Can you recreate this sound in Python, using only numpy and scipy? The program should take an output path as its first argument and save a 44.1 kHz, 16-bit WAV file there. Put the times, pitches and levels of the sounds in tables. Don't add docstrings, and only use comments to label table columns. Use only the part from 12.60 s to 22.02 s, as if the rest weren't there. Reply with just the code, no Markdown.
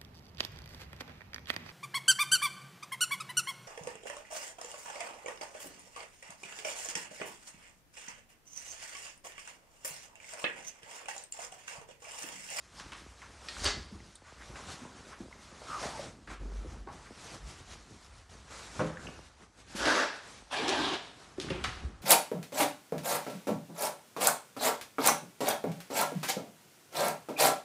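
import sys
import numpy as np
from scipy import signal
from scipy.fft import rfft, irfft, next_fast_len
from scipy.io import wavfile
from scipy.ndimage import uniform_filter1d, map_coordinates

SR = 44100
rng = np.random.default_rng(int(sys.argv[2]) if len(sys.argv) > 2 else 0)


def boost(x):
    u = np.asarray(x, float) / 20
    return 10 ** u


def bounce(signal):
    frames = np.transpose(np.atleast_2d(signal))
    limited = np.clip(frames, -1, 1)
    pcm = np.round(limited * 32767).astype(np.int16)
    wavfile.write(sys.argv[1], SR, pcm)


N = 415422

# time in seconds, level in dB.
SCUFF_PRESSURE = [
    [(1.0, -67), (1.022, -44), (1.044, -31), (1.053, -35), (1.058, -25.5), (1.085, -29.5), (1.14, -58)],
    [(7.1, -57), (7.148, -48.5), (7.186, -40), (7.2, -34), (7.25, -31), (7.262, -26.5), (7.35, -27),
     (7.44, -32), (7.5, -54)],
    [(7.895, -67), (7.913, -41), (7.933, -34), (8.07, -34), (8.09, -29.5), (8.115, -32), (8.285, -33),
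     (8.3, -37), (8.345, -33), (8.41, -55)],
]
# frequency in Hz, level in dB per Hz.
SOLE_SPECTRA = [
    [(260, -33), (450, -7.5), (2110, -6), (2420, -13), (4760, -3.5), (9100, -18), (12200, -47),
     (15800, -72), (22000, -120)],
    [(240, -32), (400, -25), (500, -5.5), (679, -5.5), (1000, -5.5), (1600, -3), (2100, -11.5),
     (2280, -11.5), (5460, -15), (9130, -28.5), (12200, -29), (15800, -68), (22000, -120)],
    [(240, -20), (400, -25), (560, -13), (800, -4), (1400, -12), (1650, -9), (2100, -12.5), (3660, -12),
     (8870, -31), (11300, -35.5), (12200, -39), (15800, -75), (22000, -120)],
]
# level against the drag in dB, loading time in seconds.
FLOOR_DRUMMING = [(-7.5, 0.039), (-7, 0.076), (-7.5, 0.056)]
UNLOADED_DB = -16
SOLE_ECHO_DB = [-3, -3.5, -5]
# frequency in Hz, width in Hz, level in dB.
BOARD_MODES = [(145, 35, -13.5), (281.4, 72, 6.5), (321, 108, 4.5), (403, 48, 4.5), (550, 34, -6.5)]
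# peak, rise and fall in seconds, level in dB, centre in Hz.
SOLE_TWISTS = [(7.39, .1, 0.1, -33, 1540), (7.4, 0.075, 0.053, -38, 625), (7.97, 0.02, 0.06, -41, 3970),
               (8.26, .09, 0.04, -38, 3500), (8.28, .06, .04, -38.5, 1160), (8.34, 0.028, .025, -45, 3300)]
# peak, rise and fall in seconds, level in dB, centre in Hz.
CUFF_RUBS = [(.185, .04, .04, -53, 1100), (.2, 0.044, 0.038, -49, 4470), (.63, .012, .04, -53, 1100),
             (1.68, 0.054, 0.094, -57, 1480), (1.82, 0.044, .04, -54, 1600),
             (2.53, 0.017, 0.037, -49.5, 1300), (4.465, .025, 0.042, -55, 1500)]
TWIST_WIDTH, CUFF_WIDTH = 0.4, 0.86
# peak, rise and fall in seconds, level in dB, pitch in Hz.
DRAG_HUMS = [(7.225, .03, .03, -39, 1450), (7.27, .02, .03, -36, 500), (7.285, .03, .02, -34, 640),
             (7.32, .04, .03, -37, 1500), (7.33, .03, .03, -36, 1000), (7.375, .04, .05, -35, 1150),
             (7.42, 0.037, 0.037, -37, 1684), (7.44, .04, .04, -39, 600), (7.95, 0.035, .06, -40, 833),
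             (7.95, 0.035, .08, -44, 660), (7.95, .03, .03, -42, 1670), (7.97, .03, .07, -41, 2360),
             (8.01, 0.037, 0.028, -37.5, 422), (8.043, .03, .01, -33.5, 300),
             (8.08, 0.064, 0.074, -37.5, 798), (8.09, 0.017, .025, -34.5, 360),
             (8.135, .025, .014, -33.5, 319), (8.14, .05, .05, -39, 620), (8.18, .02, .05, -39, 850),
             (8.2, 0.052, .05, -34, 300), (8.2, .05, .07, -40, 1576), (8.21, .04, 0.066, -41, 1060),
             (8.268, 0.017, 0.01, -34.5, 280), (8.31, .03, .04, -41, 1080), (8.33, .03, .025, -36, 330)]
HUM_STRAYS_HZ = 59
# time in seconds, peak in dB.
DOOR_KNOCKS = [
    (6.193, -20.5),
    (6.203, -17.5),
    (6.219, -18),
    (6.238, -23),
    (6.268, -29.5),
]
# frequency in Hz, level in dB, t60 in seconds.
DOOR_MODES = [(144.5, -1.5, 0.23), (161, 0.5, 0.51), (210, -1.5, 0.19), (264, -2, 0.14), (308, -3, .16),
              (343, 1.5, 0.12), (421, -3.5, 0.12), (522, 4, 0.14), (598, 0, 0.17), (702, -8, .12),
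              (770, -10, .14)]
# time in seconds, peak in dB, centre in Hz, t60 in seconds.
TICKS = [(1.403, -48, 1860, .032), (1.556, -47.5, 3880, .05), (1.555, -38, 8500, 0.043),
         (2.251, -43, 874, 0.028), (2.726, -42, 2080, .02), (6.371, -35, 1634, 0.027),
         (6.393, -41, 1500, .03), (6.47, -37.5, 2600, 0.053), (6.486, -39, 1190, 0.03)]
# time in seconds, peak in dB, centre in Hz, t60 in seconds.
METAL_KNOCKS = [(.326, -36.5, 1090, .04), (0.618, -38, 1600, 0.06), (.199, -36, 1200, .015),
                (0.885, -32.5, 3500, .07), (3.701, -36, 1450, .05), (6.194, -24, 1250, .05),
                (0.967, -33.5, 1300, 0.022), (2.713, -47, 900, 0.014), (3.017, -38, 597, 0.027),
                (3.228, -31, 650, .02), (4.287, -38, 900, .04), (3.675, -38.5, 1470, 0.053),
                (8.886, -35, 1500, .03), (8.902, -29, 2500, 0.063), (8.906, -34, 1200, .04)]
# time in seconds, peak in dB, centre in Hz, t60 in seconds.
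RASPS = [(0.198, -37, 1800, 0.06), (.32, -35.5, 1700, 0.04), (.333, -35.5, 2000, .02),
         (1.957, -36, 1200, 0.064), (7.191, -33, 3000, .05), (3.73, -41, 1700, 0.076),
         (7.255, -21.5, 2150, 0.056), (8.8, -23.5, 3000, 0.043), (8.813, -29, 3370, 0.14),
         (9.04, -24, 2950, 0.051)]
# time in seconds, peak in dB, centre in Hz, t60 in seconds.
HEELS = [(7.15, -34, 1500, .063), (7.16, -30.5, 9000, .05), (7.916, -33.5, 3000, 0.099)]
# time in seconds, peak in dB, centre in Hz, t60 in seconds.
SNAPS = [(1.044, -21, 7000, 0.022), (1.054, -18.5, 2640, 0.058), (4.273, -38, 990, 0.023),
         (6.204, -28, 950, .09), (8.081, -23, 4400, 0.03), (8.091, -20, 4170, 0.053),
         (9.04, -34, 9530, 0.012), (9.044, -23.5, 1460, 0.13)]
# width as a share of the centre, echo in dB.
CONTACT_KINDS = [
    (0.32, -8.5),
    (0.78, -1),
    (1.62, -1.5),
    (7.6, 18),
    (1.1, -3.5),
]
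# (frequency in Hz, level in dB).
RINGING_PARTS = [
    ((.885, -40.5, 0.07), [(1335, -4), (1852, 1), (2433, -2), (3219, -6), (4048, -1), (4350, 0), (5066, -2), (5636, -3)]),
    ((4.273, -42, .07), [(430, -5), (790, 0), (880, 1), (1120, 0), (1480, -8)]),
    ((6.194, -37, .16), [(845, -2), (931, -4), (1055, 0), (1222, 0), (1303, -3), (1534, -1), (1922, -15), (2272, -13)]),
    ((6.469, -41.5, 0.062), [(1730, -8), (2280, -8), (2531, 0), (2811, 0)]),
    ((8.783, -34, 0.073), [(280, -3), (371, 3.5), (528, -6.5)]),
    ((8.906, -27.5, 0.077), [(371, 3.5), (528, -4.5), (1297, -20), (2164, -19), (2778, -12), (3408, -15)]),
    ((9.041, -35.5, 0.089), [(754, 1.5), (1114, 0), (1287, 5), (1954, -4), (2885, -1), (3892, -5), (4300, -6), (4640, -8), (5529, -12), (6300, -11)]),
]
# time in seconds, peak in dB, pitch in Hz, t60 in seconds, panel level in dB.
SOFT_BLOWS = [(1.019, -37, 68, 0.071, -12), (1.322, -43, 203, 0.094, -9), (1.351, -43, 83.8, 0.077, -1.5),
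              (1.899, -45.5, 132, 0.037, 0), (2.215, -49.5, 252, 0.3, 2.5), (2.603, -41.5, 259, 0.082, 4),
              (2.918, -61, 214, 0.053, 5), (3.393, -35.5, 564, 0.038, -4.5), (3.81, -43, 62, 0.091, 0),
              (3.85, -52, 400, .2, 6.5), (4.053, -50.5, 496, 0.097, 7), (4.27, -45, 325, 0.055, -1),
              (7.148, -40, 215, 0.061, 3), (7.203, -37, 403, 0.058, 2), (7.262, -31.5, 583, .12, -3.5),
              (8.783, -40, 300, 0.096, -1), (8.845, -46, 353, .08, 6), (8.904, -35, 299, 0.11, 3),
              (9.079, -37, 90.4, 0.047, 0), (9.249, -33, 59.4, 0.1, -19.5)]
# frequency in Hz, width in Hz, level in dB.
PANEL_MODES = [(140, 93, 13.5), (198, 17, -16), (248, 29, 3), (342, 140, 14.5), (570, 110, -9),
               (706, 72, -3)]
# peak, rise and fall in seconds, level in dB.
LEAF_PULLS = [
    (3.725, 0.057, 0.04, -45.5),
    (3.86, 0.058, 0.072, -36),
    (3.99, .09, 0.076, -35.5),
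    (4.15, 0.03, 0.024, -41),
    (4.216, 0.026, 0.026, -39),
]
LEAF_HZ = 49
# peak, rise and fall in seconds, level in dB, resonance in Hz.
SLEEVE_FOLDS = [
    (3.105, 0.023, .03, -38.5, 1314),
    (3.145, 0.038, 0.042, -34, 1230),
    (3.19, .02, 0.026, -49, 1047),
    (3.36, 0.04, 0.037, -43.5, 900),
    (3.441, 0.087, 0.062, -46.5, 600),
]
FOLD_SAG_HZ_PER_S = 400
# peak, rise and fall in seconds, bright level in dB, dull
# over bright in dB.
RUSTLES = [(.25, 0.46, 0.87, -57, -3.5), (.87, 0.29, 0.63, -53, -3), (1.0, .07, 0.13, -43, -24),
           (1.35, 0.18, 0.057, -60, -1), (1.75, 0.3, 0.21, -61, -10.5),
           (1.97, 0.045, .1, -53.5, 1.5), (2.12, 0.34, 0.32, -51.5, -0.5),
           (2.52, 0.84, 0.19, -57, 0), (2.92, 0.87, .3, -61, -0.5), (3.23, 0.2, 0.24, -42.5, -2),
           (3.46, 0.24, 0.07, -56, -20), (3.71, 0.026, 0.085, -54, 5.5),
           (3.93, 0.19, 0.63, -63.5, 2.5), (4.134, 0.59, 0.2, -59.5, 2), (4.33, 0.036, 1, -59, 0.5),
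           (4.66, 0.11, 0.16, -51.5, -5), (4.75, 0.1, 0.053, -51, 0), (4.9, 0.13, 0.29, -54, -6),
           (5.14, 0.33, 0.032, -55, -4), (5.6, 0.83, 0.57, -55.5, -3),
           (5.92, 0.075, 0.41, -50, -1.5), (6.17, 0.17, 0.27, -49.5, -5.5), (6.5, 0.27, 0.28, -56, 0),
                (6.83, 0.044, 0.067, -60, 2), (7.01, 0.087, 0.045, -58.5, -1.5),
                (7.12, 0.13, .6, -57.5, -17), (7.724, 0.41, 0.18, -52.5, -4), (8.62, 0.84, 1, -57.5, -2.5),
                (8.95, 0.24, 0.33, -54.5, 7)]
# peak in seconds, rise and fall in seconds, level in dB.
JACKET_SWINGS = [(.3, 0.32, -58), (.694, 0.16, -62.5), (1.0, .07, -54), (1.18, 0.074, -46.5),
                 (1.43, 0.15, -59.5), (2.09, 0.25, -55), (2.4, 0.23, -55.5), (2.65, 0.38, -62),
                 (3.01, 0.089, -59), (3.34, 0.13, -58), (3.52, 0.27, -50.5), (3.72, .06, -56),
                 (3.86, 0.12, -51.5), (4.134, 0.53, -53.5), (4.33, .2, -66), (4.8, 0.28, -57),
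                 (5.332, 0.14, -53.5), (5.8, 0.2, -58.5), (6.17, 0.092, -54), (6.33, 0.14, -49.5),
                 (6.47, 0.1, -47.5), (6.83, 0.039, -58.5), (7.044, 0.11, -58.5), (7.724, 0.17, -59),
                 (8.5, 0.32, -59.5), (8.93, 0.11, -39.5), (9.299, 0.092, -45.5)]
STILL_FIZZ_DB, STILL_BRUSH_DB, STILL_BODY_DB = -89, -106, -80
# frequency in Hz, level in dB per Hz.
FIZZ_SPECTRUM = [(1060, 0), (1800, 0), (4850, -0.5), (5920, -0.5), (8410, -5), (11000, -11.5),
                 (11700, -9.5), (12200, -52), (15800, -61), (22000, -120)]
# frequency in Hz, level in dB per Hz.
BRUSH_SPECTRUM = [(290, -3), (500, -1.5), (572, -1.5), (700, -1), (1260, 0), (2500, -11.5), (3250, -46),
                  (5500, -120)]
# frequency in Hz, level in dB per Hz.
BODY_SPECTRUM = [(59, -4.5), (100, -0.5), (237, -2.5), (286, -7), (323, -4.5), (700, -19.5), (910, -21),
                 (1540, -120)]
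# time in seconds, peak in dB.
FINGER_TAPS = [(0.204, -42), (1.619, -47.5), (1.722, -42.5), (1.997, -41), (2.681, -46), (3.051, -46),
               (3.919, -43), (5.002, -47), (5.111, -46.5), (5.135, -48), (5.155, -48), (6.455, -38),
               (6.486, -38), (6.59, -41), (6.808, -53), (7.821, -46)]
# time in seconds, peak in dB.
PALM_BUMPS = [(0.261, -44), (0.418, -48), (.463, -43.5), (0.704, -55), (1.314, -46), (1.681, -53),
              (1.774, -51), (1.804, -47), (1.893, -49), (1.935, -43), (2.252, -37), (2.639, -53),
              (2.658, -41.5), (2.756, -48), (2.922, -43), (3.092, -46), (3.255, -31), (3.834, -42),
              (4.047, -37), (4.191, -51), (4.507, -38.5), (5.308, -46), (5.48, -52), (5.75, -45.5),
              (6.894, -63)]
FINGER_HZ, PALM_HZ = 1400, 455
TAP_FALL_S, TAP_T60_S = 0.00656, 0.043
# peak in seconds, rise and fall in seconds, level in dB.
GRIP_JOLTS = [(.05, 0.059, -62.5), (.28, 0.13, -50.5), (.49, 0.071, -51.5), (.76, 0.28, -56.5),
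              (1.07, 0.069, -36.5), (1.21, 0.049, -42.5), (1.38, 0.19, -53.5), (1.811, 0.045, -54),
              (1.96, 0.15, -49.5), (2.65, 0.18, -56), (3.2, 0.68, -58), (3.95, 0.6, -52),
              (4.09, 0.044, -42), (1.65, 0.12, -60), (6.601, 0.061, -51), (4.428, 0.12, -53.5),
              (4.83, .02, -41), (4.86, 0.045, -40), (5.01, 0.042, -50), (5.13, 0.25, -52),
              (5.56, 0.1, -44.5), (5.75, 0.21, -53), (6.3, 0.75, -54), (7.06, 0.086, -61),
              (7.24, 0.089, -47), (7.84, 0.062, -54.5), (8.2, 0.11, -52.5), (8.95, 0.091, -47),
              (9.1, 0.16, -40.5), (9.27, 0.066, -38), (9.41, 0.088, -50)]
STILL_GRIP_DB, GRIP_HZ, SAG_HZ_PER_DB = -70, 68, 0.1
GRIP_STRAYS_HZ = 25.4
SWELL_DB = 12
# frequency in Hz, t60 in seconds.
HALL_T60 = [(150, 0.42), (1000, 0.6), (4000, 0.65), (11000, 0.31)]
HALL_FROM_S = 6.0
# release in seconds, fade in seconds, depth in dB.
LULL_DUCKS = [(1.55, 0.11, 0.5), (3.674, 0.16, 6.5), (3.8, 0.046, 6), (4.27, 0.081, 2.5), (5.698, 0.53, 6),
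              (6.79, .1, -0.5), (6.98, 0.24, 3), (7.9, 0.098, 0.5), (8.78, 0.12, 6)]
DUCK_RELEASE_S = 0.0068
# frequency in Hz, threshold in deviations.
MUTE_THRESHOLDS = [(2500, -2.9), (6000, -2.0), (9000, -1.3), (10500, -.7), (11700, -.2)]
TOP_HZ = 12200


def unit(x):
    return x / np.sqrt(np.mean(x ** 2) + 1e-20)


def along(points, hz):
    f, v = np.transpose(points)
    return np.interp(np.log(hz + 1), np.log(f + 1), v)


def wobble(rate_hz, order=3):
    knots = rng.standard_normal(int(N * rate_hz / SR) + 4)
    return map_coordinates(knots, [np.arange(N) * rate_hz / SR], order=order)


def swells(peak_s, rise_s, fall_s, db, still_db):
    t = np.arange(0, N / SR, .002)[:, None]
    away = np.maximum((peak_s - t) / rise_s, (t - peak_s) / fall_s)
    power = np.sum(boost(db - SWELL_DB * away) ** 2, axis=1) + boost(still_db) ** 2
    return np.interp(np.arange(N) / SR, t[:, 0], 10 * np.log10(power))


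def filtered(x, response):
    m = next_fast_len(len(x) + 8192)
    return irfft(rfft(x, m) * response(np.fft.rfftfreq(m, 1 / SR)), m)[:len(x)]


def modes(table):
    def response(f):
        return sum((-1) ** k * boost(db) * 1j * f * width / (centre ** 2 - f ** 2 + 1j * f * width)
                   for k, (centre, width, db) in enumerate(table))
    return response


def straying(pitch_hz, width_hz):
    real, imag = [unit(filtered(rng.standard_normal(N), lambda hz: 1 / (1 + 1j * hz / width_hz) ** 2))
                  for _ in range(2)]
    return (real + 1j * imag) * np.exp(2j * np.pi * np.cumsum(pitch_hz) / SR)


def steadied(z):
    return z / (np.abs(z) + .3) ** .7 * 1.4


def grit(grain_db, patchy_db):
    catches = rng.standard_normal(N) * boost(grain_db * wobble(1500, order=1))
    z = signal.stft(catches, nperseg=512)[2]
    field = uniform_filter1d(uniform_filter1d(rng.standard_normal(z.shape), 8, 0), 7, 1)
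    return signal.istft(z * boost(patchy_db * unit(field)), nperseg=512)[1][:N]


def rub(spectrum, grain_db, patchy_db):
    return unit(filtered(grit(grain_db, patchy_db), lambda hz: boost(along(spectrum, hz))))


def tail(s):
    hz, t, z = signal.stft(rng.standard_normal(SR // 2), SR, nperseg=256)
    stretch = .7 if s < HALL_FROM_S else 1
    fade = boost(-60 * t / (stretch * along(HALL_T60, hz)[:, None]))
    x = signal.istft(z * fade, SR, nperseg=256)[1][:SR // 2]
    return x / np.linalg.norm(x)


def scuffs():
    out, catches = np.zeros(N + SR), grit(grain_db=2.0, patchy_db=1.5)
    floor = lambda hz: modes(BOARD_MODES)(hz) / (1 + (120 / (hz + 1)) ** 4)
    drum = unit(filtered(grit(grain_db=4.0, patchy_db=2.0), floor))
    judder_db = 1.1 * wobble(90, order=1)
    soles = zip(SCUFF_PRESSURE, SOLE_SPECTRA, FLOOR_DRUMMING, SOLE_ECHO_DB)
    for rows, spectrum, (drum_db, load_s), echo_db in soles:
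        s, db = np.transpose(rows)
        span = slice(round(s[0] * SR), round(s[-1] * SR))
        drag_db = np.interp(np.arange(N) / SR, s, db)[span]
        board_db = drum_db + UNLOADED_DB * np.exp(-np.arange(len(drag_db)) / SR / load_s)
        scrape = unit(filtered(catches[span], lambda hz: boost(along(spectrum, hz))))
        direct = boost(drag_db - 3.0 + judder_db[span]) * (scrape + boost(board_db) * drum[span])
        wet = boost(echo_db) * signal.fftconvolve(direct, tail(s[0]))
        out[span] += direct
        out[span.start:][:len(wet)] += wet
    return out[:N]


def twists():
    out, catches = np.zeros(N), grit(grain_db=2.0, patchy_db=1.5)
    rubs = [(*row, TWIST_WIDTH) for row in SOLE_TWISTS] + [(*row, CUFF_WIDTH) for row in CUFF_RUBS]
    for s, rise, fall, db, hz, share in rubs:
        span = slice(max(0, round((s - .4) * SR)), round((s + .4) * SR))
        band = modes([(hz, hz * share, 0)])
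        level = boost(swells(s, rise, fall, db, still_db=-140)[span])
        out[span] += level * unit(filtered(catches[span], lambda f: band(f) ** 2))
    return out


def hums():
    out, drift = np.zeros(N), steadied(straying(np.zeros(N), HUM_STRAYS_HZ))
    for k, (s, rise, fall, db, hz) in enumerate(DRAG_HUMS):
        i = np.arange(round((s - .3) * SR), round((s + .3) * SR))
        away = np.maximum((s - i / SR) / rise, (i / SR - s) / fall)
        note = (drift[i - k * 9000] * np.exp(2j * np.pi * hz * i / SR)).real
        out[i] += boost(db - SWELL_DB * away ** 1.5) * note
    return out


def door():
    out, t = np.zeros(SR), np.arange(SR // 2) / SR
    first_s = DOOR_KNOCKS[0][0]
    for s, db in DOOR_KNOCKS:
        ring = sum(boost(level + rng.normal(0, 2) - 60 * t / t60) * np.sin(2 * np.pi * hz * t)
                   for hz, level, t60 in DOOR_MODES)
        out[round((s - first_s) * SR):][:len(t)] += boost(db - 15.5) * ring * (1 - np.exp(-t / 0.0017))
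    out = out + boost(-8.5) * signal.fftconvolve(out, tail(first_s))[:SR]
    return np.pad(out, (round(first_s * SR), N))[:N]


def clicks():
    out, t = np.zeros(N + SR), np.arange(SR // 2) / SR
    tables = (TICKS, METAL_KNOCKS, RASPS, HEELS, SNAPS)
    contacts = [(*row, *kind) for rows, kind in zip(tables, CONTACT_KINDS) for row in rows]
    for s, db, centre_hz, t60, share, echo_db in sorted(contacts):
        fade = boost(-60 * t / t60) + 1.24 * boost(-60 * t / 0.0024)
        rattle = rng.standard_normal(len(t)) * fade
        walls = boost(echo_db) * np.linalg.norm(rattle) * tail(s) * (1 - np.exp(-t / 0.0043))
        band = modes([(centre_hz, centre_hz * np.clip(share, .1, 6), 0)])
        both = filtered(rattle + walls, lambda hz: (band(hz) * hz / (hz - .1j * centre_hz)) ** 2)
        out[round(s * SR):][:len(t)] += boost(db) * both / np.abs(both).max()
    return out[:N]


def rings():
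    out, t = np.zeros(N + 2 * SR), np.arange(SR // 4) / SR
    for (s, db, t60), table in RINGING_PARTS:
        ring = sum(boost(db + level - 60 * t / t60) * np.sin(2 * np.pi * hz * t) for hz, level in table)
        ring = ring * (1 - np.exp(-t / 0.0006))
        both = boost(-7.0) * signal.fftconvolve(ring, tail(s))
        both[:len(t)] += ring
        out[round(s * SR):][:len(both)] += both
    return out[:N]


def thuds():
    out, t = np.zeros(N + 2 * SR), np.arange(SR // 3) / SR
    for s, db, hz, t60, panel_db in SOFT_BLOWS:
        fade = boost(-60 * t / t60) * (1 - np.exp(-t / 0.0019))
        push = fade * np.sin(2 * np.pi * hz * (t + 0.001 * (1 - np.exp(-t / 0.00068))))
        shake = filtered(fade * rng.standard_normal(len(t)), modes(PANEL_MODES))
        blow = push / push.max() + boost(panel_db) * shake / np.abs(shake).max()
        both = boost(-12) * signal.fftconvolve(blow, tail(s))
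        both[:len(t)] += blow
        out[round(s * SR):][:len(both)] += boost(db + 1.5) * both
    return out[:N]


def leaf():
    level_db = swells(*np.transpose(LEAF_PULLS), still_db=-140) + 5.5
    return boost(level_db) * np.sin(2 * np.pi * np.cumsum(LEAF_HZ + 1.52 * wobble(10)) / SR)


def sleeve():
    out, rustle = np.zeros(N), steadied(straying(np.zeros(N), width_hz=107))
    t = np.arange(N) / SR
    for s, rise, fall, db, hz in SLEEVE_FOLDS:
        turn = np.exp(2j * np.pi * np.cumsum(hz - FOLD_SAG_HZ_PER_S * (t - s)) / SR)
        out += boost(swells(s, rise, fall, db, still_db=-140)) * (rustle * turn).real
    return out


def pops():
    out, t = np.zeros(N + SR), np.arange(SR // 12) / SR
    taps = [(*row, FINGER_HZ) for row in FINGER_TAPS] + [(*row, PALM_HZ) for row in PALM_BUMPS]
    for s, db, first_hz in taps:
        click_cycles = first_hz * TAP_FALL_S / 3 * (1 - np.exp(-3 * t / TAP_FALL_S))
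        bump_cycles = 260 * TAP_FALL_S * (1 - np.exp(-t / TAP_FALL_S)) + 62 * t
        fade = boost(db + 1.5 - 60 * t / TAP_T60_S) * (1 - np.exp(-t / 0.0013))
        out[round(s * SR):][:len(t)] += fade * np.sin(2 * np.pi * (click_cycles + bump_cycles))
    return out[:N]


def clothes():
    s, rise, fall, db, dull_db = np.transpose(RUSTLES)
    fizz_db = swells(s, rise, fall, db, STILL_FIZZ_DB)
    brush_db = swells(s, rise, fall, db + dull_db, STILL_BRUSH_DB)
    s, width, db = np.transpose(JACKET_SWINGS)
    body_db = swells(s, width, width, db, STILL_BODY_DB)
    flutter = wobble(18)
    fizz = boost(fizz_db + 2.0 * flutter) * rub(FIZZ_SPECTRUM, grain_db=-1.0, patchy_db=1.4)
    brush = boost(brush_db + .6 * flutter) * rub(BRUSH_SPECTRUM, grain_db=2.5, patchy_db=.6)
    body_db = body_db + 1.9 * flutter + 2.4 * wobble(30)
    body = boost(body_db) * rub(BODY_SPECTRUM, grain_db=4.0, patchy_db=-0.1)
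    return fizz + brush + body


def hand():
    s, width, db = np.transpose(GRIP_JOLTS)
    level_db = swells(s, width, width, db, STILL_GRIP_DB)
    pitch_hz = GRIP_HZ - SAG_HZ_PER_DB * (level_db - STILL_GRIP_DB)
    swing = straying(.83 * pitch_hz, GRIP_STRAYS_HZ)
    steady = swing.real / (np.abs(swing) + .3) ** .75
    return boost(level_db) * unit(steady)


def ducking():
    t = np.arange(N) / SR
    depth_db = sum(db * np.interp(t, [s - fade, s - DUCK_RELEASE_S, s], [0, 1, 0])
                   for s, fade, db in LULL_DUCKS)
    return boost(-depth_db)


def muted(x):
    hz, _, z = signal.stft(x, SR, nperseg=1024)
    field = unit(uniform_filter1d(uniform_filter1d(rng.standard_normal(z.shape), 5, 0), 3, 1))
    keep = 1 / (1 + np.exp(-30 * (field - along(MUTE_THRESHOLDS, hz)[:, None])))
    return signal.istft(z * keep, SR, nperseg=1024)[1][:N]


def scene():
    feet = scuffs() + twists() + hums()
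    doors = door() + clicks() + rings() + thuds() + leaf()
    near = sleeve() + pops()
    background = ducking() * (clothes() + hand())
    mono = feet + doors + near + background
    return np.array([mono, mono])


def low_pass(x):
    return signal.sosfilt(signal.butter(12, 12300, fs=SR, output="sos"), x)


def record(dry):
    colour = lambda hz: (hz < TOP_HZ) / (1 + (42 / (hz + 1)) ** 7) / (1 + (hz / 11700) ** 30)
    mono = muted(filtered(dry[0], colour))
    return low_pass(np.array([mono, mono]))


dry = scene()
out = record(dry)
bounce(out)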